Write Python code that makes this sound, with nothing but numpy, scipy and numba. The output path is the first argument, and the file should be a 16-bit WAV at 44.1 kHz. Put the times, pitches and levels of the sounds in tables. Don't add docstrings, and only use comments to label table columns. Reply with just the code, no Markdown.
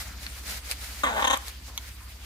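import sys
import numpy as np
from scipy import signal
from scipy.fft import rfft, irfft
from scipy.io import wavfile
from numba import njit

SR = 44100
rng = np.random.default_rng(int(sys.argv[2]) if len(sys.argv) > 2 else 0)


def transcribe(u):
    v = np.clip(np.atleast_2d(u).T, -1, 1)
    q = np.round(v * 32767).astype(np.int16)
    wavfile.write(sys.argv[1], SR, q)


def magnitude_from_level(level_db):
    exponent = np.asarray(level_db, float) / 20
    return 10 ** exponent


N = 99577
THROB_HZ = 264


def rms_one(x):
    return x / np.sqrt(np.mean(x ** 2) + 1e-20)


def at_hz(points, hz):
    points_hz, points_db = np.transpose(points)
    return np.interp(np.log(hz), np.log(points_hz), points_db)


def drift(rate_hz):
    r = np.exp(-80 * np.pi * rate_hz / SR)
    slow = signal.lfilter([1], [1, -2 * r, r * r], rng.standard_normal(N // 40 + 2002))
    slow = slow[2000:]
    return np.interp(np.arange(N) / 40, np.arange(len(slow)), rms_one(slow))


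@njit
def resonate(x, bend, r):
    out = np.zeros(len(x))
    for i in range(2, len(x)):
        out[i] = x[i] - x[i - 2] * r + bend[i] * out[i - 1] - r * r * out[i - 2]
    return out / 2


def resonance(x, hz, width_hz):
    r = np.exp(-np.pi * width_hz / SR)
    return resonate(x, 2 * r * np.cos(2 * np.pi * hz / SR) * np.ones(len(x)), r)


def placed(x, pan_db, lag_s):
    turn = np.exp(-2j * np.pi * np.fft.rfftfreq(len(x), 1 / SR) * lag_s)
    right = irfft(rfft(x) * turn, len(x))
    return np.array([x * magnitude_from_level(pan_db / 2), right * magnitude_from_level(-pan_db / 2)])


def pulses():
    # (time [s], level [dB], pulse rate [Hz], beak opening [0-1])
    rasp = [
        (1.0347, -27, 291.7, 1.0),
        (1.047, -34, 275.6, 1),
        (1.065, -31.5, 259.9, 0.59),
        (1.092, -34.5, 251.4, 0.4),
        (1.111, -37, 229.3, 0.04),
        (1.139, -36.5, 220, 0.15),
        (1.178, -32, 213.9, 0.23),
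        (1.199, -31, 200.7, 0.38),
        (1.217, -36, 197, 0.38),
    ]
    # (time [s], strong part length [s], level [dB], beak opening [0-1], brightness [dB])
    throbs = [
        (1.2229, .005, -28, 0.55, -9),
        (1.2427, .009, -24.5, 0.47, -3),
        (1.2688, .001, -33, .45, -6),
        (1.2724, .009, -24, 0.47, -1),
        (1.2927, .001, -32, .5, -4),
        (1.2993, .012, -25, 0.5, 0),
        (1.3178, .001, -32, .5, -3),
        (1.3262, .001, -29.5, .5, -4),
        (1.3308, .013, -26, 0.55, -1),
        (1.3667, .005, -35, 1.0, -12),
    ]
    lull_hz, lull_db, lull_max_s = 209, -14, .019
    throb_swell_db, lull_dull_db = 3, -6
    at, db, hz, opening = np.transpose(rasp)
    rows, s = [], at[0]
    while s < at[-1]:
        rows.append((s, np.interp(s, at, db), np.interp(s, at, opening), 0, 0))
        s += 1 / np.interp(s, at, hz)
    next_s = [row[0] for row in throbs[1:]] + [np.inf]
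    for (s, length_s, level_db, beak, bright_db), after in zip(throbs, next_s):
        end = s + length_s
        lull_s = lull_max_s if after - end < lull_max_s + 1 / lull_hz else 1 / lull_hz
        while s < min(after - .5 / THROB_HZ, end + lull_s):
            lull = s > end
            change_db = lull_dull_db if lull else throb_swell_db * (.5 - (end - s) / length_s)
            rows.append((s, level_db + lull_db * lull, beak, 1, bright_db + change_db))
            s += 1 / (lull_hz if lull else THROB_HZ)
    return np.transpose(rows)


def parrot():
    # (beak-shut centre [Hz], beak-open centre [Hz], width [Hz], rasp level [dB], throb level [dB])
    throat = [(204, 285, 147, -11, -15.5), (433, 630, 225, -5.5, -9.5), (746, 1167, 180, 1.5, 1),
              (1510, 2070, 287, -1, -1.5), (2360, 2400, 330, -3, -5), (3170, 3200, 280, -2, 1),
              (3860, 3710, 260, -4.5, -2.5), (6070, 6430, 345, -15, -8.5), (7140, 7750, 990, -6, -6.5),
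              (8900, 9600, 1800, -27, -6), (11384, 11000, 2590, -12, -8)]
    jitter, spread_db = .045, 2
    alternate_db = 3.5
    puff_decay_s, raspiness, top_raspiness, top_click_share = .0018, .13, .3, .35
    throb_steadier = .45
    open_bright_db = 7.5
    valley_hz, valley_width_hz = 4850, 1100

    s, db, opening, throb, bright_db = pulses()
    t = np.arange(N) / SR
    chance = rng.standard_normal((200, 2))[:len(s)]
    chance = chance * (1 - throb_steadier * throb)[:, None]
    db = db + alternate_db * (-1) ** np.arange(len(s)) * np.clip(1 - 2 * opening, 0, 1)
    clicks = np.zeros(N) + 1e-18
    click_s = s + chance[:, 0] * jitter / THROB_HZ
    clicks[(click_s * SR).astype(int)] = magnitude_from_level(db + spread_db * chance[:, 1] + 9)
    puff = signal.lfilter([1], [1, -np.exp(-1 / (puff_decay_s * SR))], clicks)
    puff = puff * rng.standard_normal(N)

    beak, throbbing, bright_db = [np.interp(t, s, track) for track in (opening, throb, bright_db)]
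    low = clicks + raspiness * (1 - throb_steadier * throbbing) * puff
    mid = low * magnitude_from_level(bright_db / 2)
    top = (top_click_share * clicks + top_raspiness * puff) * magnitude_from_level(bright_db)
    voice = 0
    for k, (shut_hz, open_hz, width_hz, rasp_db, throb_db) in enumerate(throat):
        drive = top if k > 6 else mid if k > 4 else low
        level_db = rasp_db + (throb_db - rasp_db) * throbbing
        if k > 3:
            level_db = level_db + open_bright_db * (beak - 1) * (1 - throbbing)
        ring = resonance(drive, shut_hz + (open_hz - shut_hz) * beak, width_hz)
        voice = voice + (-1) ** k * magnitude_from_level(level_db) * ring
    edges_hz = [valley_hz - valley_width_hz / 2, valley_hz + valley_width_hz / 2]
    valley = signal.butter(2, edges_hz, "stop", fs=SR, output="sos")
    low_cut = signal.butter(2, 170, "high", fs=SR, output="sos")
    return signal.sosfilt(np.vstack([valley, low_cut]), voice)


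def aviary(x):
    nearby_t60_s, aviary_t60_s, far_echo_db = .035, 0.49, -26
    t = np.arange(SR) / SR
    decay = magnitude_from_level(-60 * t / nearby_t60_s) + magnitude_from_level(far_echo_db - 60 * t / aviary_t60_s)
    tail = rng.standard_normal((2, SR)) * decay * np.clip(t / 0.0028, 0, 1)
    tail = signal.sosfilt(signal.butter(1, [300, 3950], "band", fs=SR, output="sos"), tail)
    tail = tail / np.sqrt(np.sum(tail ** 2) / 2)
    return signal.fftconvolve(x[None], tail, axes=1)[:, :N]


def snaps():
    # (time [s], peak level [dB], pan [dB], echo send [dB])
    cracks = [
        (0.2657, -19.5, 5.5, -11),
        (0.7130, -7.5, 1.5, -16),
        (1.7771, -13.5, -3, -9),
    ]
    # (centre [Hz], width [Hz], level [dB])
    crack_modes = [
        [(1590, 205, -4), (2540, 210, 1.5), (4300, 430, -1.5), (7260, 160, -14), (9000, 460, -17),
         (11700, 400, -28)],
        [(2270, 330, -2.5), (4000, 340, -2), (5040, 280, -4.5), (7140, 170, 2), (9580, 260, 1.5),
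         (10800, 150, -4), (12400, 490, -12), (14600, 510, -17)],
        [(925, 106, -10), (1390, 170, -18), (2210, 140, -3), (3360, 290, 5), (4100, 780, -9.5),
         (6060, 560, -10), (7900, 1500, -22), (11800, 660, -10), (13300, 500, -22)],
    ]
    right_lags_s = .0002, .00046, -.00007
    touch_decay_s, grit = 0.00039, 0.27
    out, send = np.zeros((2, N)), np.zeros(N)
    for (s, db, pan_db, echo_db), lag_s, modes in zip(cracks, right_lags_s, crack_modes):
        touch = np.zeros(2048)
        touch[100:] = grit * rng.standard_normal(1948) * np.exp(-np.arange(1948) / SR / touch_decay_s)
        touch[100] = 1
        snap = 0
        for k, (hz, width_hz, level_db) in enumerate(modes):
            snap = snap + (-1) ** k * magnitude_from_level(level_db) * width_hz * resonance(touch, hz, width_hz)
        snap = snap / np.abs(snap).max() * magnitude_from_level(db)
        i = int(s * SR) - 100
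        out[:, i:i + len(snap)] += placed(snap, pan_db, lag_s)
        send[i:i + len(snap)] += magnitude_from_level(echo_db) * snap
    return out, send


def ticks():
    # (time [s], peak level [dB], ring [Hz], pan [dB], right lag [s])
    twig_ticks = [
        (.4798, -27.5, 5150, 12, 0.00019),
        (0.7205, -28.5, 2430, 14, 0.000074),
        (1.3734, -19.5, 7600, -3, 0.000095),
        (1.482, -27, 4100, 11, 0.000192),
        (1.498, -35, 4040, 7, .0002),
    ]
    # (ratio to ring [1], level [dB], sharpness Q [1])
    twig = [(.3, -27, 9), (.6, -16, 1.55), (1.0, 9, 7.1), (1.22, -12, 8.2), (1.75, 8, 8.4), (2.4, 0, 4.7),
            (3.1, -2.5, 4.5)]
    touch_decay_s = 0.0014
    out = np.zeros((2, N))
    for s, db, hz, pan_db, lag_s in twig_ticks:
        touch, colour_db = np.zeros(2048), rng.normal(0, 3, len(twig))
        touch[100:] = rng.standard_normal(1948) * np.exp(-np.arange(1948) / SR / touch_decay_s)
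        tick = 0
        for (ratio, level_db, sharp), c_db in zip(twig, colour_db):
            ring = resonance(touch, min(hz * ratio, 15000), hz * ratio / sharp)
            tick = tick + magnitude_from_level(level_db + c_db) * ring
        i = int(s * SR) - 100
        out[:, i:i + len(tick)] += placed(tick / np.abs(tick).max() * magnitude_from_level(db), pan_db, lag_s)
    return out


def banded(white, spectrum, patchy_db):
    # (frequency [Hz], correlation [-1 to 1])
    likeness = [(60, 1), (180, 0.93), (550, 0.74), (1650, 0.24), (4970, -0.0), (15000, 0.34)]
    out, edges_hz = 0, 80 * 2 ** np.arange(0, 8.1, .5)
    for k, (low, high) in enumerate(zip(edges_hz, edges_hz[1:])):
        band = signal.butter(2, [low, high], "band", fs=SR, output="sos")
        mid, side = signal.sosfilt(band, white[k % 2])
        hz = np.sqrt(low * high)
        alike = np.clip(at_hz(likeness, hz), -1, 1)
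        gain = magnitude_from_level(at_hz(spectrum, hz) + patchy_db * drift(11.9))
        out = out + gain * (np.sqrt(1 + alike) * mid + np.sqrt(1 - alike) * side * [[1], [-1]])
    return rms_one(out)


def leaves():
    # (time [s], level [dB])
    stir = [(0, -41), (.06, -50), (.16, -59), (.23, -46.5), (.34, -51), (.45, -49.5), (0.491, -41),
            (.56, -42.5), (0.628, -53.5), (.7, -42), (.76, -47), (.84, -46), (1.0, -45.5), (1.42, -51.5),
            (1.491, -48.5), (1.602, -64), (1.69, -51), (1.749, -56.5), (2.258, -56.5)]
    # (frequency [Hz], density [dB per Hz])
    leaf_spectrum = [(290, -31), (500, -5), (868, -6), (2460, 2), (2980, -4.5), (4600, 0.5), (5710, -3),
                     (12500, -6.5), (16000, -14)]
    level_db, waver_db, crackles_per_s, crackle_db = 4.5, 3.14, 990, -8
    s, db = np.transpose(stir)
    signs = rng.choice([-1, 1], (2, 2, N))
    crackle = rms_one(signs * (rng.random(N) < crackles_per_s / SR))
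    white = rng.standard_normal((2, 2, N)) + magnitude_from_level(crackle_db) * crackle
    gain = magnitude_from_level(np.interp(np.arange(N) / SR, s, db) + level_db + waver_db * drift(9.3))
    return gain * banded(white, leaf_spectrum, patchy_db=0.0)


def branch():
    # (time [s], decay [s], centre [Hz], width [Hz], level [dB])
    rubs = [
        (-.02, .2, 1450, 500, -49),
        (1.675, .07, 950, 300, -48),
    ]
    rumble_band = signal.butter(2, [34, 48], "band", fs=SR, output="sos")
    out = magnitude_from_level(-63) * rms_one(signal.sosfilt(rumble_band, rng.standard_normal(N)))
    for s, decay_s, hz, width_hz, db in rubs:
        t = np.arange(N) / SR - s
        shape = np.clip(t / 0.013, 0, 1) * np.exp(-np.maximum(t, 0) / decay_s)
        out = out + magnitude_from_level(db) * shape * rms_one(resonance(rng.standard_normal(N), hz, width_hz))
    return out


def hum():
    # (frequency [Hz], density [dB per Hz])
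    air_spectrum = [(47, -34), (80, -5.5), (127, -23), (194, -17), (422, -27.5), (493, -30), (802, -25.5),
                    (2490, -23), (16000, -36)]
    motor_waver_db = 0.57
    t = np.arange(N) / SR
    motors = 0
    for hz, db, fade_db in [(53.76, -42.5, -3.5), (65.85, -40.5, -2.5)]:
        gain = magnitude_from_level(db + fade_db * t / t[-1] + motor_waver_db * drift(6.7))
        motors = motors + gain * np.sin(2 * np.pi * hz * t)
    motors = motors * magnitude_from_level(motor_waver_db * drift(2.9) * [[.5], [-.5]])
    mains = magnitude_from_level(-58 + 2.5 * drift(0.9)) * np.sin(2 * np.pi * 100.3 * t)
    insects = [resonance(n, hz=4650, width_hz=150) for n in rng.standard_normal((2, N))]
    insects = magnitude_from_level(-63) * rms_one(np.array(insects))
    air = banded(rng.standard_normal((2, 2, N)), air_spectrum, patchy_db=3.0)
    air = magnitude_from_level(-46 - 3.5 * t / t[-1]) * air
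    return motors + mains + air + insects


def scene():
    call, small, (loud, send) = parrot(), ticks(), snaps()
    near = placed(call, pan_db=1, lag_s=0.00017)
    near[1] = signal.sosfilt(signal.butter(1, 2750, fs=SR, output="sos"), near[1])
    echoes = aviary(magnitude_from_level(-8.5) * call + magnitude_from_level(-13.5) * small[0] + send)
    return near + echoes + small + loud + leaves() + hum() + branch()


def band_limit(x):
    return signal.sosfilt(signal.butter(12, 16490, fs=SR, output="sos"), x)


def record(dry):
    overload = .6
    rounded = overload * np.tanh(dry / overload)
    mix = signal.sosfilt(signal.cheby2(12, 60, 16400, fs=SR, output="sos"), rounded)
    return band_limit(mix)


dry = scene()
out = record(dry)
transcribe(out)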